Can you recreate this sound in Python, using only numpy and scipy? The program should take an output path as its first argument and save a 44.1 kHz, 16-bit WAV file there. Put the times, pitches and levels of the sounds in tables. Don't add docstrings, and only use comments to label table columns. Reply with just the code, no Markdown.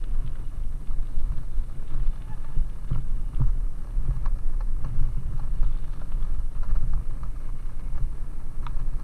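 import sys
import numpy as np
from scipy import signal
from scipy.fft import rfft, irfft, next_fast_len
from scipy.io import wavfile
from scipy.ndimage import uniform_filter1d

SR = 44100
rng = np.random.default_rng(int(sys.argv[2]) if len(sys.argv) > 2 else 0)


def inscribe(sig):
    pcm = np.round(np.clip(np.atleast_2d(sig).T, -1, 1) * 32767)
    wavfile.write(sys.argv[1], SR, pcm.astype(np.int16))


N = 398223
TIME_S = np.arange(N) / SR
LEAD_S = 0.008


def from_db(db):
    return 10 ** (np.asarray(db) / 20)


def rms_one(x):
    return x / np.sqrt(np.mean(x ** 2) + 1e-20)


def in_time(rows):
    s, *columns = np.transpose(rows)
    return [np.interp(TIME_S, s, column) for column in columns]


def swells(rows, base_db, attack_s, release_s):
    rise_db = np.zeros(N)
    for s, length_s, db in rows:
        corners_s = [s - attack_s, s, s + length_s, s + length_s + release_s]
        shape = np.interp(TIME_S, corners_s, [0, 1, 1, 0])
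        rise_db = np.maximum(rise_db, (db - base_db) * shape)
    return base_db + rise_db


def drift(rate_hz):
    r = np.exp(-80 * np.pi * rate_hz / SR)
    slow = signal.lfilter([1], [1, -2 * r, r * r], rng.standard_normal(N // 40 + 2002))
    slow = slow[2000:]
    return np.interp(np.arange(N) / 40, np.arange(len(slow)), rms_one(slow))


def noise(spectrum):
    size = next_fast_len(N)
    hz, db = np.transpose(spectrum)
    bins_hz = np.maximum(np.arange(size // 2 + 1) * SR / size, 1)
    gain = from_db(np.interp(np.log(bins_hz), np.log(hz), db, left=-120, right=-120))
    return rms_one(irfft(rfft(rng.standard_normal(size)) * gain, size)[:N])


def evened(x, seconds):
    size = max(int(seconds * SR), 2)
    power = uniform_filter1d(uniform_filter1d(x ** 2, size), size)
    return x / np.sqrt(power + 1e-9)


def resonate(x, modes):
    out = 0
    for k, (hz, width_hz, db) in enumerate(modes):
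        r = np.exp(-np.pi * width_hz / SR)
        poles = [1, -2 * r * np.cos(2 * np.pi * hz / SR), r * r]
        ring = signal.lfilter([1, 0, -1], poles, x + 1e-18)
        out = out + (-1) ** k * from_db(db) * (1 - r * r) / 2 * ring
    return out


def soften(x, edge_hz):
    return signal.sosfilt(signal.butter(2, min(edge_hz, .45 * SR), fs=SR, output="sos"), x)


def grains(per_s, spread_db, clump_db):
    born = rng.random(N) < per_s * from_db(clump_db * drift(14)) / SR
    sizes = from_db(spread_db * np.minimum(rng.exponential(1, N), 4))
    return born * sizes * rng.choice([-1, 1], N)


def blow(modes, chatter, chatter_s, edge_hz):
    t = np.arange(SR // 6) / SR
    force = chatter * rng.standard_normal(len(t)) * np.exp(-t / chatter_s)
    force[0] = 1
    ring = soften(resonate(force, modes), edge_hz)
    return ring / np.abs(ring).max()


def add(out, s, sound):
    start = int(np.clip(s * SR, 0, N - 1))
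    out[start:start + len(sound)] += sound[:N - start]


# start_s, length_s, level_db (before the buffeting trim)
WIND_GUSTS = [(0.12, 0.14, -17.5), (0.6, 0.14, -19.5), (0.89, 0.11, -17), (1.18, 0.16, -15),
              (1.55, 0.035, -18), (1.96, 0.14, -13.5), (2.35, .08, -23), (2.57, 0.054, -14),
              (2.91, 0.071, -18), (3.1, 0.2, -18.5), (3.37, 0.12, -13.5), (3.57, 0.064, -14),
              (3.96, 0.16, -14.5), (4.24, 0.081, -11.5), (4.4, 0.49, -18.5), (4.96, 0.18, -15),
              (5.26, 0.068, -12), (5.43, 0.11, -15), (5.61, 0.069, -13), (5.75, 0.079, -18.5),
              (6.12, 0.3, -16), (6.56, 0.14, -17.5), (6.73, 0.073, -12), (6.86, 0.11, -13.5),
              (7.06, 0.11, -19), (7.23, 0.041, -17.5), (7.38, 0.24, -22), (7.95, 0.068, -13.5),
              (8.6, 0.35, -19)]
# (per Hz, relative)
BUFFET_COLOUR = [(11, 2), (16, -0.5), (20, 4.5), (25, -3), (33, -7.5), (41, -12), (51, -18), (63, -23.5),
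                 (85, -33.5), (130, -37.5), (300, -61)]
# (per Hz, relative)
RUSH_COLOUR = [(40, 1), (62, 10.5), (85, 10), (150, 5.5), (220, 0), (300, -3), (400, -8), (550, -11),
               (720, -14.5), (1200, -17.5), (2000, -24), (4000, -40)]


def wind(headwind_db=-24, attack_s=0.04, release_s=0.067, buffet_trim_db=-5.0,
         sway_db=-23.5, sway_hz=10.4, sway_width_hz=5.76, sway_follows=0.77,
         rush_db=-46.0, rush_follows=0.05, flutter_db=1.5):
    level_db = swells(WIND_GUSTS, headwind_db, attack_s, release_s)
    gust_db = level_db - level_db.mean()
    band = [(sway_hz, sway_width_hz, 0)]
    eddies = resonate(resonate(rng.standard_normal(N), band), band)
    sway = from_db(sway_db + sway_follows * gust_db) * evened(eddies, seconds=0.23)
    buffet = from_db(level_db + buffet_trim_db) * evened(noise(BUFFET_COLOUR), seconds=0.081)
    rush_level_db = rush_db + rush_follows * gust_db + flutter_db * drift(25.5)
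    rush = from_db(rush_level_db) * noise(RUSH_COLOUR)
    ease = np.interp(TIME_S, [0, .01, N / SR - .01, N / SR], [0, 1, 1, 0])
    return ease * (sway + buffet + rush)


# start_s, length_s, roughness_db (over the usual ground)
STONY_STRETCHES = [(0.15, 0.17, -2), (1.23, 0.2, 3.5), (1.95, 0.11, 4), (2.25, 0.39, 0.5), (2.9, 0.1, 5),
                   (3.36, 0.03, 5.5), (4.03, 0.24, 4), (4.84, 0.26, 5.5), (5.3, 0.39, 3), (5.88, 0.46, 2.5),
                   (6.68, 0.23, 3.5), (7.15, 0.12, 2), (7.93, 0.21, 2.5), (8.63, 0.53, 3)]


def track_roughness():
    return swells(STONY_STRETCHES, 0, attack_s=0.078, release_s=0.054)


# start_s, level_db (before trim), hardness_hz (a harder push reaches higher)
MOUNT_BUMPS = [(0.238, -22.5, 131), (2.289, -26.5, 170), (2.563, -20, 300), (2.908, -15.5, 393),
               (2.95, -17.5, 260), (3.155, -25.5, 150), (3.399, -14.5, 380), (3.4068, -17.5, 280),
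               (4.081, -17, 328), (4.854, -20, 110), (4.919, -25.5, 110), (5.006, -22, 149),
               (5.172, -21, 130), (5.333, -23, 109), (5.409, -24, 130), (5.623, -23, 130),
               (6.829, -22, 150), (6.934, -35, 150), (7.234, -29.5, 150), (8.008, -26, 170)]
# pitch_hz, width_hz, level_db (relative)
MOUNT_MODES = [(94.4, 37.2, -6), (128.4, 11.7, 5), (176, 8, -8.5), (263, 51, -21), (296.6, 50, -17.5),
               (388, 230, -31.5)]


def mount(rough_db, shake_db=-49, shake_follows=1.94, bump_trim_db=-5.0, judder=0.005, judder_s=0.052,
          hardening_db=4.5, punch_s=0.02, settle_s=0.013, after_db=-1.0,
          lurch_hz=48, lurch_width_hz=22, lurch_db=-13.0, thud_hz=230, thud_width_hz=260, thud_db=-19.5):
    hum = evened(resonate(rng.standard_normal(N), MOUNT_MODES), seconds=0.13)
    out = from_db(shake_db + shake_follows * rough_db) * hum
    lurch_mode = [(lurch_hz, lurch_width_hz, 0)]
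    thud_mode = [(thud_hz, thud_width_hz, 0)]
    for s, db, hardness_hz in MOUNT_BUMPS:
        lift_db = hardening_db * np.log2(hardness_hz / MOUNT_MODES[2][0])
        upper = [(hz, width_hz, level_db + lift_db) for hz, width_hz, level_db in MOUNT_MODES[2:]]
        swing = blow(MOUNT_MODES[:2] + upper, judder, judder_s, edge_hz=292)
        t = np.arange(len(swing)) / SR
        settling_db = np.interp(t, [punch_s, punch_s + settle_s], [0, after_db])
        lurch = from_db(lurch_db) * blow(lurch_mode, judder, judder_s, edge_hz=140)
        thud = from_db(thud_db + lift_db) * blow(thud_mode, judder, judder_s, edge_hz=324)
        add(out, s, from_db(db + bump_trim_db) * (from_db(settling_db) * swing - lurch - thud))
    return out


# pitch_hz, width_hz, level_db (relative)
BODY_MODES = [(565, 50, -1), (851, 109, -1), (1053, 239, 0), (1258, 139, 2), (1343, 55, 1.5),
              (1676, 77, -4.5), (1896, 164, -16), (2430, 590, -18.5), (2890, 120, -17), (3910, 330, -17),
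              (4330, 430, -14.5), (5920, 460, -14)]


def stones(rough_db, crunch_db=-62.5, growth_db_per_s=0.1747, edge_hz=3500, patch_db=3.0):
    contacts = from_db(patch_db * drift(46)) * grains(per_s=480, spread_db=3.0, clump_db=3.5)
    crunch = rms_one(resonate(soften(contacts, edge_hz), BODY_MODES))
    return from_db(crunch_db + growth_db_per_s * TIME_S + rough_db) * crunch


# time_s, level_db (before trim)
LOOSE_GRIT_LEVEL = [(0, -67), (.75, -71.5), (1.15, -69.5), (1.7, -70), (2.1, -65), (2.7, -69.5),
                    (3.35, -70.5), (3.65, -77.5), (4.1, -70.5), (4.5, -80.5), (4.9, -69.5), (5.5, -71),
                    (5.75, -65.5), (6.1, -69.5), (6.8, -73.5), (7.6, -67.5), (8.5, -73.5), (9.03, -70.5)]
# time_s, pitch_hz
FAVOURED_PITCH = [(0, 2850), (1.3, 3780), (2.1, 3070), (3.4, 3250), (4.5, 2060), (5.9, 3500), (7.3, 2060),
                  (9, 2260)]
# pitch_hz, width_hz, level_db (relative)
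GRIT_MODES = [(1555, 180, 3), (2173, 65, 4.5), (2480, 130, -1), (2890, 93, 1.5), (3570, 130, -3.5),
              (3900, 160, -7.5), (4220, 220, -6), (6000, 340, -13)]


def grit(trim_db=-0.6, focus_db=7.5, focus_octaves=0.44, own_share=0.66, patch_db=1.0, edge_hz=7000):
    level_db, = in_time(LOOSE_GRIT_LEVEL)
    favoured_hz, = in_time(FAVOURED_PITCH)
    shared = grains(per_s=300, spread_db=2.5, clump_db=2.5)
    out = 0
    for hz, width_hz, db in GRIT_MODES:
        own = own_share * grains(per_s=260, spread_db=2.5, clump_db=6.0)
        contacts = shared * rng.choice([-1, 1], N) + own
        nearness = np.exp(-(np.log2(hz / favoured_hz) / focus_octaves) ** 2)
        out = out + from_db(focus_db * nearness) * resonate(contacts, [(hz, width_hz, db)])
    crackle = rms_one(from_db(patch_db * drift(40)) * soften(out, edge_hz))
    return from_db(level_db + trim_db) * crackle


def stray_pebbles(count=290, over_grit_db=12, spread_db=3, spread_octaves=.25, clack_db=5.5):
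    grit_db, = in_time(LOOSE_GRIT_LEVEL)
    favoured_hz, = in_time(FAVOURED_PITCH)
    chance = np.cumsum(from_db(grit_db + 5 * drift(6)))
    strays = []
    for i in np.searchsorted(chance, chance[-1] * rng.random(size=count)):
        hz = favoured_hz[i] * 2 ** (spread_octaves * rng.uniform(-1.16, 1))
        db = grit_db[i] + over_grit_db + spread_db * rng.normal()
        strays.append((i / SR, hz, db, clack_db))
    return strays


# start_s, pitch_hz, level_db (before trim), clack_db (before lift)
SNAPPING_PEBBLES = [(0.038, 3000, -43.5, 2.5), (0.110, 3400, -54, -8), (0.141, 2900, -49, 4),
                    (0.262, 3730, -50, -5), (0.275, 3660, -45.5, -8), (0.354, 2890, -44, 10),
                    (0.472, 3500, -56, -8), (0.635, 3350, -54, -11), (0.871, 3650, -48, -2),
                    (1.069, 3760, -52, -13), (1.189, 3950, -50, -2), (1.377, 3900, -51, -2),
                    (1.634, 3750, -52, 3), (1.877, 3540, -50, -6), (1.901, 3120, -47, 2),
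                    (1.998, 3000, -49, 3), (2.157, 3400, -51, -5), (2.219, 2980, -46.5, -4),
                    (2.444, 2690, -48, -2), (2.697, 3430, -50.5, -8), (2.890, 3630, -51, -4),
                    (2.930, 3180, -43, 4), (2.9465, 3000, -44.5, -5), (3.3455, 2870, -44, -1),
                    (3.366, 2400, -51, -8), (3.9055, 3000, -51, 3), (5.646, 3900, -51, -4),
                    (5.662, 3500, -48, 0), (5.724, 3700, -54, -7), (5.754, 3000, -55, -8),
                    (5.841, 3100, -48, 3), (6.119, 2780, -45.5, -4), (6.224, 3400, -44, 2),
                    (7.455, 2800, -56, -6), (8.813, 2800, -50, 1)]


def pebbles(trim_db=-3.5, width_hz=600, lower_ratio=0.7, lower_db=-1.0,
            clack_hz=1240, clack_width_hz=330, clack_lift_db=5.5,
            attack_s=0.0025, rise_s=0.0021, release_s=0.0029, edge_hz=4400):
    out = np.zeros(N)
    t = np.arange(SR // 20) / SR - LEAD_S
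    shape = np.exp(np.minimum((t - attack_s) / rise_s, (attack_s - t) / release_s))
    top = signal.butter(6, min(edge_hz, .45 * SR), fs=SR, output="sos")
    for s, hz, db, clack_db in list(SNAPPING_PEBBLES) + stray_pebbles():
        modes = [(hz, width_hz, 0), (hz * lower_ratio, width_hz, lower_db),
                 (clack_hz, clack_width_hz, clack_db + clack_lift_db)]
        ring = resonate(rng.standard_normal(len(t)), modes)
        scrape = evened(signal.sosfilt(top, ring), seconds=0.0021)
        add(out, s - LEAD_S, from_db(db + trim_db) * shape * scrape)
    return out


# start_s, level_db (peak of the first crack)
STONE_POP = (8.6660, -24)
# pitch_hz, width_hz, level_db (relative)
POP_MODES = [(930, 110, -5), (1297, 130, -2), (2270, 69, -14), (2550, 85, -16.5), (2820, 110, -18),
             (3530, 310, -13), (4020, 260, -15.5), (5500, 540, -26)]


def pop(skip_s=0.005, skip_db=-21.0):
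    out = np.zeros(N)
    s, db = STONE_POP
    for delay_s, drop_db in ((0, 0), (skip_s, skip_db)):
        crack = blow(POP_MODES, chatter=0.023, chatter_s=0.0099, edge_hz=2700)
        add(out, s + delay_s, from_db(db + drop_db) * crack)
    return out


# start_s, level_db (before trims), length_s, treble_db (added above 1500 Hz)
LOOSE_KNOCKS = [(0.908, -39.5, 0.003, -8), (1.318, -41, .005, 0), (1.976, -43.5, .004, -2),
                (2.444, -42.5, 0.0058, -1), (2.911, -40, 0.0035, -8), (2.956, -36, 0.0042, -5),
                (3.332, -45, .004, -2), (3.4, -40, .005, -10), (3.415, -34, 0.0037, -22),
                (3.435, -45, 0.0088, -4), (4.107, -37.5, 0.0046, -5), (4.239, -46, 0.0093, -7),
                (4.255, -37, 0.0056, 5), (4.259, -29.5, 0.0036, -7), (4.28, -43, 0.0047, -11),
                (4.606, -34.5, 0.0058, -0.5), (4.844, -36, 0.0065, 0), (4.856, -41, .003, -10),
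                (4.992, -43, 0.0033, -5), (5.171, -46, 0.0032, -15), (5.395, -33, 0.0024, -6),
                (5.475, -42.5, 0.0023, -4), (5.627, -40, 0.0056, -4), (6.015, -36.5, 0.0035, -6),
                (6.119, -41, .004, -24), (6.552, -43.5, 0.0027, -5), (6.631, -35, 0.0041, -3),
                (6.639, -38, 0.0026, -10), (6.69, -44, 0.0033, 0), (6.702, -43.5, 0.0093, -2),
                (6.751, -39.5, 0.0045, 1), (6.758, -39, .004, -1), (6.933, -36.5, 0.0039, -2),
                (6.974, -42.5, .004, -8), (7.232, -33.5, 0.0038, -2), (7.489, -41, .003, -7),
                (7.795, -42.5, 0.003, 2), (7.979, -41, .005, -3), (8.636, -46, 0.003, 1),
                (8.743, -44, 0.003, 2)]


def knocks(buzz_trim_db=-5.5, attack_s=0.0018, rise_s=0.0023, release_s=0.0037, tail_db=-9.0, tail_ratio=2.4,
           edge_hz=2800, bass_db=0.0, strike_trim_db=-11.0, strike_lag_s=0.00198):
    out = np.zeros(N)
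    t = np.arange(SR // 12) / SR - LEAD_S
    rising = np.exp(np.minimum(t - attack_s, 0) / rise_s)
    for s, db, length_s, treble_db in LOOSE_KNOCKS:
        modes = [(hz, width_hz, level_db + treble_db * (hz > 1500) + bass_db * (hz < 700))
                 for hz, width_hz, level_db in BODY_MODES]
        ring = resonate(rng.standard_normal(len(t)), modes)
        buzz = evened(soften(ring, edge_hz), seconds=0.0025)
        after_s = np.maximum(t - length_s, 0)
        tail = from_db(tail_db) * np.exp(-after_s / (tail_ratio * length_s))
        dying = np.maximum(np.exp(-after_s / release_s), tail)
        add(out, s - LEAD_S, from_db(db + buzz_trim_db) * rising * dying * buzz)
        strike = blow(modes, chatter=0.018, chatter_s=0.015, edge_hz=edge_hz)
        add(out, s + strike_lag_s, from_db(db + strike_trim_db) * strike)
    return out


# time_s, pitch_hz, level_db, overtone_db (second partial over the first)
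BRAKE_RUB = [(2.1, 850, -80, -8), (2.17, 850, -70, -10), (2.26, 855, -63, -12), (2.325, 845, -55, -10),
             (2.37, 842, -73, -3), (2.44, 856, -68, -5), (2.49, 848, -58, -11), (2.54, 866, -64, 1),
             (2.59, 845, -72, -4), (2.75, 846, -76, 1)]


def brake(waver=0.026, wander=0.00516, fall_db=-12.0, catch_db=3.5, roughness=0.4):
    hz, db, overtone_db = in_time(BRAKE_RUB)
    wavering_hz = hz * (1 + waver * drift(70.0) + wander * drift(8.9))
    phase = 2 * np.pi * np.cumsum(wavering_hz) / SR
    overtones = 0
    for k in range(3):
        rough = 1 + roughness * drift(45)
        overtones = overtones + from_db(fall_db * k) * rough * np.sin((k + 2) * phase)
    touching = (TIME_S > BRAKE_RUB[0][0]) & (TIME_S < BRAKE_RUB[-1][0])
    tone = np.sqrt(2) * (np.sin(phase) + from_db(overtone_db) * overtones)
    return touching * from_db(db + catch_db * drift(22)) * tone


# (per Hz, relative)
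HISS_COLOUR = [(2000, -17), (4000, -5), (5000, -5), (6000, -3.5), (6900, -6), (7600, -4), (8300, -1),
               (8900, 1.5), (10200, -1), (11600, -5.5), (12800, -6), (14000, -11), (15200, -21)]


def hiss(hiss_db=-67.5, whine_hz=8575, whine_width_hz=130, whine_db=-76.5):
    whine = resonate(rng.standard_normal(N), [(whine_hz, whine_width_hz, 0)])
    return from_db(hiss_db) * noise(HISS_COLOUR) + from_db(whine_db) * rms_one(whine)


def scene():
    rough_db = track_roughness()
    tyres = stones(rough_db) + grit() + pebbles() + pop()
    return (wind() + mount(rough_db) + tyres + knocks() + brake() + hiss())[None]


def record(dry, cutoff_hz=15200):
    return signal.sosfilt(signal.ellip(10, .2, 80, cutoff_hz, fs=SR, output="sos"), dry)


dry = scene()
out = record(dry)
inscribe(out)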